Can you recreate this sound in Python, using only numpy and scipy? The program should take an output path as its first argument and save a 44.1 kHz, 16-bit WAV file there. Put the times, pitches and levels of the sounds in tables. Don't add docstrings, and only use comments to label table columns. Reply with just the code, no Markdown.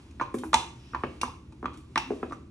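import sys
import numpy as np
from scipy import signal
from scipy.fft import rfft, irfft, next_fast_len
from scipy.io import wavfile

SR = 44100
rng = np.random.default_rng(int(sys.argv[2]) if len(sys.argv) > 2 else 0)


def pcm_store(signal):
    levels = np.round(np.clip(np.atleast_2d(signal), -1, 1) * 32767)
    wavfile.write(sys.argv[1], SR, levels.astype(np.int16).T)


N = 110250
T = np.arange(N) / SR
IMPACT_T = T[:SR // 4]
IMPACT_HZ = np.fft.rfftfreq(len(IMPACT_T), 1 / SR)

# frequency_hz, level_db
RUMBLE_SPECTRUM = [(20, -35), (35, -5), (55, -4.5), (74, 2), (95, -14), (120, -5), (160, -16), (220, -13.5),
                   (340, -15.5), (450, -28.5), (600, -34.5), (1000, -50), (3000, -83.5)]
HISS_SPECTRUM = [(300, -16), (600, -9), (1000, 0.5), (1800, -9), (2600, -6), (5500, -13.5), (10000, -17),
                 (13000, -23)]
# time_s, level_db
HISS_ENVELOPE = [(0, -60), (.15, -64.5), (.8, -62.5), (1.15, -59.5), (1.45, -67.5), (1.6, -67), (1.76, -65),
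                 (1.9, -66), (2.15, -57), (2.35, -63.5), (2.5, -70.5)]
# start_s, level_db, decay_s, lower_hz, upper_hz, tilt_db_per_octave, ring_db
GRIT_CRACKS = [(0.109, -60, 0.015, 2570, 6460, -2, -82), (0.211, -43, 0.014, 2420, 6110, -4, -66),
               (0.5302, -28, 0.0053, 3550, 6500, -3, -53), (0.5421, -9, 0.0027, 2330, 6340, -1, -44.5),
               (0.9473, -36.5, 0.0043, 2520, 4390, -14, -58), (1.2137, -21.5, 0.0029, 2776, 5970, 3, -45.5),
               (1.230, -40, 0.01, 2690, 5780, 14, -64), (1.523, -57, 0.0058, 2530, 4320, 2, -77.5),
               (1.657, -34.5, 0.0029, 2380, 3470, -10.5, -66),
               (1.9577, -19.5, 0.0009, 3350, 5850, -5.5, -41), (1.9769, -18, 0.0032, 2690, 5560, -4.5, -30),
               (2.322, -54, 0.016, 2630, 5850, 4.5, -77.5)]
# start_s, level_db
GRAIN_SNAPS = [(.213, -40), (.3415, -36), (.9482, -36), (1.9772, -22), (2.323, -46)]
# start_s, knock_db, pitch_hz, t60_s, thump_db, edge_db
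HOOF_KNOCKS_AND_ECHOES = [(0.1983, -28, 1428, 0.036, -36, -26.5), (0.2119, -15, 1023, 0.016, -22.5, -30),
                          (0.2185, -21, 1049, 0.061, -35.5, -47), (0.5321, -11, 1125, 0.014, -35, -24),
                          (0.5375, -15.5, 935, 0.027, -26.5, -58), (0.544, -8, 900, 0.019, -30.5, -21),
                          (.567, -26.5, 951, 0.025, -35, -49.5), (0.9346, -32.5, 1170, 0.015, -42.5, -34.5),
                          (0.9473, -17.5, 1059, 0.018, -32, -29), (.961, -31, 998, 0.026, -58, -33),
                          (1.2139, -33, 1026, 0.018, -39.5, -33), (1.2324, -15.5, 1046, 0.021, -29.5, -27),
                          (1.2787, -32.5, 916, 0.023, -57, -50), (1.523, -49.5, 844, 0.028, -49.5, -46),
                          (1.657, -16, 1142, 0.012, -31, -35), (1.9592, -11, 1775, 0.004, -54.5, -50.5),
                          (1.9598, -14.5, 1078, 0.016, -26, -34.5), (1.974, -18, 883, 0.024, -24, -25.5),
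                          (2.31, -38.5, 1098, 0.034, -37.5, -40), (2.3224, -26.5, 1150, 0.014, -28.5, -36),
                          (2.3293, -36, 1213, 0.023, -43.5, -36.5)]
# pitch_ratio, level_db, t60_ratio
HOOF_WALL_MODES = [(1.0, 6, 0.94), (1.46, -12.5, 0.69), (.56, -13, 0.86), (.85, -14, 0.35),
                   (2.25, -20.5, 1)]
BOOT_SOLE_MODES = [(1.0, 5, 0.78), (.75, -23, 1.4), (1.7, -23, 4.6)]
# start_s, level_db, decay_s, tilt_db_per_octave
SCUFF_CONTACTS = [(0.341, -43.5, 0.017, 5.5), (.384, -40, 0.0036, -5.5), (0.439, -49, 0.024, 10),
                  (1.733, -52.5, 0.0057, -8), (1.773, -54, 0.0042, -2), (2.296, -55, 0.014, -13.5)]
# start_s, thud_db, pitch_hz, t60_s, tap_db, tap_hz, edge_db
BOOT_CONTACTS = [(0.342, -14, 307, .028, -23, 1044, -31), (0.4357, -35.5, 316, .04, -20.5, 990, -33),
                 (1.036, -14, 335.6, 0.018, -15.5, 1142, -26), (1.0405, -26.5, 573, 0.037, -29, 900, -46),
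                 (1.6286, -23.5, 316, 0.024, -23.5, 1067, -51), (1.644, -21, 284, 0.023, -21, 1126, -38),
                 (2.1045, -11.5, 364, 0.017, -28, 1106, -36), (2.117, -24, 399, 0.04, -30.5, 1140, -60),
                 (2.2295, -11.5, 363, 0.013, -18.5, 1220, -33), (2.2332, -21.5, 413, 0.01, -30, 694, -37.5)]
# start_s, level_db, pitch_hz, t60_s
ROOM_BOOMS = [(.352, -24.5, 248.7, 0.24), (0.441, -29, 318.6, 0.24), (0.544, -27.5, 247.3, 0.17),
              (0.551, -23.5, 70.8, 0.17), (1.232, -31, 249.5, 0.16), (2.06, -34, 262, 0.24),
              (2.124, -31.5, 286.5, 0.2)]
# frequency_hz, level_db
GRIT_SPECTRUM = [(1000, -30), (1800, -19), (2400, 0.5), (3050, -6.5), (3650, -1.5), (4400, -5.5),
                 (5000, -6), (6400, -6), (7250, -11), (8300, -7), (9000, -17), (10200, -7.5),
                 (11000, -21.5), (15000, -38)]
SNAP_SPECTRUM = [(4000, -28), (8000, -16), (11000, -2), (13000, 1.5), (15500, 16.5), (18000, -13)]
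EDGE_SPECTRUM = [(400, -2.5), (700, 3.5), (1000, 8.5), (1600, 11), (2000, 2), (2500, 2.5), (3500, -6.5),
                 (6000, -19), (9000, -37.5), (13000, -26)]
SCUFF_SPECTRUM = [(600, -29.5), (2000, -9), (4500, -7), (6000, -6.5), (8500, -5), (11000, -5.5),
                  (13000, -3), (15000, -27.5)]
SWISH_SPECTRUM = [(2000, -4.5), (2600, 9.5), (4500, -2.5), (5500, 8), (6500, -13.5), (10000, -15.5)]
# delay_s, level_db, left_minus_right_db
GRIT_REFLECTIONS = [(0.014, -14, 0), (0.081, -24.5, 0.77)]
HOOF_REFLECTIONS = [(.0078, -16.5, 0.5), (0.0146, -23.5, 0), (0.024, -20, -17.5), (0.038, -26, 1.5),
                    (.048, -30.5, 0), (.068, -29, 2)]
BOOT_REFLECTIONS = [(0.0116, -21, 1), (0.016, -18.5, -2.3), (0.0244, -26, 2), (.036, -19.5, -1.6)]
# frequency_hz, level_db, t60_s
ROOM_DECAY = [(72, 10.5, 0.88), (238, -5.5, 0.89), (540, -5, 0.41), (1088, -11, 0.39), (1600, -13.5, 0.51),
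              (2570, 1.5, 0.39), (6300, 0.5, 0.4), (8100, 0.5, .34), (11000, -2, 0.36)]
# frequency_hz, correlation
ROOM_COHERENCE = [(60, 1.0), (270, 0.99), (600, 0.63), (1250, 0.49), (2300, 0.23), (4000, 0.68),
                  (6000, 0.6), (9000, 0.76)]
BURST_COHERENCE = [(600, 1), (1400, 1), (2400, 0.24), (4000, 1), (6000, 0.82), (9000, 1)]
# frequency_hz, left_lead_rad, left_minus_right_db
PORT_RESPONSE = [(200, 0, 0), (600, 0.6, 0.5), (1000, 0.37, -2), (2140, 0.23, -0.5), (2930, 2.6, -0.5),
                 (3870, 1.5, -2.5), (4700, 1.9, -1), (5770, -0.94, -0.5), (7540, 1.8, -1), (9000, 1.8, 0),
                 (12500, 3, 0)]


def from_db(db):
    return 10 ** (np.asarray(db) / 20)


def at_hz(table, hz, column=1):
    table = np.array(table)
    return np.interp(np.log(hz + 1), np.log(table[:, 0]), table[:, column])


def add(track, start_s, sound):
    start = int(start_s * SR)
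    track[..., start:start + sound.shape[-1]] += sound[..., :N - start]


def butterworth(x, order, hz, kind):
    return signal.sosfilt(signal.butter(order, hz, kind, fs=SR, output="sos"), x)


def panned(x, db):
    return from_db([[db / 2], [-db / 2]]) * x


def reflected(x, reflections):
    echoes = sum(panned(from_db(db) * np.interp(T - delay_s, T, x, left=0), pan_db)
                 for delay_s, db, pan_db in reflections)
    return panned(x, db=0.3) + echoes


def ring(hz, t60, attack_s, sag=0, sag_s=0.0048):
    cycles = hz * (IMPACT_T + sag * sag_s * (1 - np.exp(-IMPACT_T / sag_s)))
    envelope = from_db(-60 * IMPACT_T / t60) * (1 - np.exp(-IMPACT_T / attack_s))
    return envelope * np.sin(2 * np.pi * cycles)


def noise(spectrum, coherence, size=N, extra_db=0):
    hz = np.fft.rfftfreq(size, 1 / SR)
    correlation = np.clip(at_hz(coherence, hz), -.999, .999)
    mid, side = np.exp(2j * np.pi * rng.random((2, len(hz))))
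    stereo = np.sqrt(1 + correlation) * mid + np.sqrt(1 - correlation) * side * [[1], [-1]]
    x = irfft(from_db(at_hz(spectrum, hz) + extra_db) * stereo, size)
    return x / x.std()


def burst(db, decay_s, spectrum, tilt_db=0, peaks_db=0, attack_s=0.00039):
    envelope = np.exp(-IMPACT_T / decay_s) * (1 - np.exp(-IMPACT_T / attack_s))
    shaping_db = tilt_db * np.log2(1 + IMPACT_HZ / 1000) + peaks_db
    x = envelope * noise(spectrum, BURST_COHERENCE, len(IMPACT_T), shaping_db)
    return from_db(db) * x * np.sqrt(2 * np.sum(envelope ** 2) / np.sum(x ** 2))


def background(rumble_db=-46.5):
    rumble = from_db(rumble_db) * noise(RUMBLE_SPECTRUM, ROOM_COHERENCE)
    hiss_db = np.interp(T, *np.transpose(HISS_ENVELOPE))
    return rumble + from_db(hiss_db) * noise(HISS_SPECTRUM, ROOM_COHERENCE)


def grit_cracks(half_width_hz=100):
    cracks, ringing = np.zeros((2, N)), np.zeros(N)
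    for start_s, db, decay_s, lower_hz, upper_hz, tilt_db, ring_db in GRIT_CRACKS:
        peaks_db = 0
        for hz, peak_db, partial_db in (lower_hz, 9.5, 0), (upper_hz, 12, -12.5):
            peaks_db += peak_db / (1 + ((IMPACT_HZ - hz) / half_width_hz) ** 2)
            add(ringing, start_s, from_db(ring_db + partial_db) * ring(hz, t60=0.12, attack_s=decay_s))
        add(cracks, start_s, burst(db, decay_s, GRIT_SPECTRUM, tilt_db, peaks_db))
    for start_s, db in GRAIN_SNAPS:
        add(cracks, start_s, burst(db, decay_s=0.0014, spectrum=SNAP_SPECTRUM))
    return cracks + reflected(ringing, GRIT_REFLECTIONS)


def hooves():
    knocks = np.zeros(N)
    thump = ring(hz=343, t60=0.031, attack_s=0.001)
    for start_s, knock_db, hz, t60, thump_db, _ in HOOF_KNOCKS_AND_ECHOES:
        attack_s = 0.04 * t60
        knock = sum(from_db(mode_db) * ring(hz * ratio, t60 * t60_ratio, attack_s, sag=0.028)
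                    for ratio, mode_db, t60_ratio in HOOF_WALL_MODES)
        add(knocks, start_s, from_db(knock_db) * knock + from_db(thump_db) * thump)
    return reflected(knocks, HOOF_REFLECTIONS) + hard_edges(HOOF_KNOCKS_AND_ECHOES)


def hard_edges(knocks, pivot_db=-21):
    edges = np.zeros((2, N))
    for start_s, *_, db in knocks:
        tilt_db = 1.1 * (db - pivot_db)
        add(edges, start_s, burst(db, decay_s=0.0053, spectrum=EDGE_SPECTRUM, tilt_db=tilt_db))
    return edges


def brushing(grain_db=5.5, grains_per_s=700, swish_s=0.872, swish_width_s=0.1, swish_db=-65):
    scuffs = np.zeros((2, N))
    for start_s, db, decay_s, tilt_db in SCUFF_CONTACTS:
        add(scuffs, start_s, burst(db, decay_s, SCUFF_SPECTRUM, tilt_db))
    roughness = np.interp(T * grains_per_s, np.arange(N), rng.standard_normal(N))
    catching = from_db(grain_db * roughness)
    catching /= np.sqrt(np.mean(catching ** 2))
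    swell = from_db(swish_db) * np.exp(-((T - swish_s) / swish_width_s) ** 2)
    return scuffs * catching + swell * noise(SWISH_SPECTRUM, ROOM_COHERENCE)


def boots(sole_lag_s=0.0018, low_cut_hz=244):
    steps = np.zeros(N)
    for start_s, thud_db, hz, t60, tap_db, tap_hz, _ in BOOT_CONTACTS:
        add(steps, start_s, from_db(tap_db) * ring(tap_hz, t60=0.0079, attack_s=0.00022))
        for ratio, mode_db, t60_ratio in BOOT_SOLE_MODES:
            mode = ring(hz * ratio, t60 * t60_ratio, attack_s=0.001)
            add(steps, start_s + sole_lag_s, from_db(thud_db + mode_db) * mode)
    steps = butterworth(steps, 2, low_cut_hz, "high")
    return reflected(steps, BOOT_REFLECTIONS) + hard_edges(BOOT_CONTACTS)


def room_boom():
    booms = np.zeros(N)
    for start_s, db, hz, t60 in ROOM_BOOMS:
        add(booms, start_s, from_db(db) * ring(hz, t60, attack_s=0.011))
    return booms


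def reverberation(x, scatter_db, scatter_t60=0.079, onset_s=0.0021):
    t, hz = T[:SR], np.fft.rfftfreq(SR, 1 / SR)
    white = rfft(noise([(1, 0)], ROOM_COHERENCE, size=SR))
    onset = 1 - np.exp(-(t / onset_s) ** 2)
    limits_hz = np.geomspace(45, 16000, 32)
    response = 0
    for low, high in zip(limits_hz, limits_hz[1:]):
        centre = np.sqrt(low * high)
        band = irfft(white * ((hz >= low) & (hz < high)), SR) * onset
        tail_db, tail_t60 = at_hz(ROOM_DECAY, centre), at_hz(ROOM_DECAY, centre, column=2)
        power = 0
        for db, t60 in (tail_db, tail_t60), (scatter_db, scatter_t60):
            decay = from_db(-60 * t / t60)
            power += (from_db(db) * decay) ** 2 / np.sum((band * decay) ** 2)
        response += band * 2 * np.sqrt(power * (high - low) / SR)
    return signal.fftconvolve(x, response, axes=1)[:, :N]


def microphone_ports(x):
    size = next_fast_len(N + len(IMPACT_T))
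    hz = np.fft.rfftfreq(size, 1 / SR)
    lead_rad, difference_db = at_hz(PORT_RESPONSE, hz), at_hz(PORT_RESPONSE, hz, column=2)
    left = from_db(difference_db / 2) * np.exp(.5j * lead_rad)
    return irfft(rfft(x, size) * np.array([left, 1 / left]), size)[:, :N]


def scene():
    horse = hooves()
    handler = boots() + brushing()
    grit = grit_cracks()
    room = reverberation(horse + from_db(-6.5) * grit, scatter_db=-9)
    room += reverberation(handler, scatter_db=-5.5)
    return horse + handler + grit + room + room_boom() + background()


def record(dry):
    x = butterworth(microphone_ports(dry), order=2, hz=71, kind="high")
    x = butterworth(x, order=5, hz=11600, kind="low")
    return butterworth(x, order=14, hz=15800, kind="low")


dry = scene()
out = record(dry)
pcm_store(out)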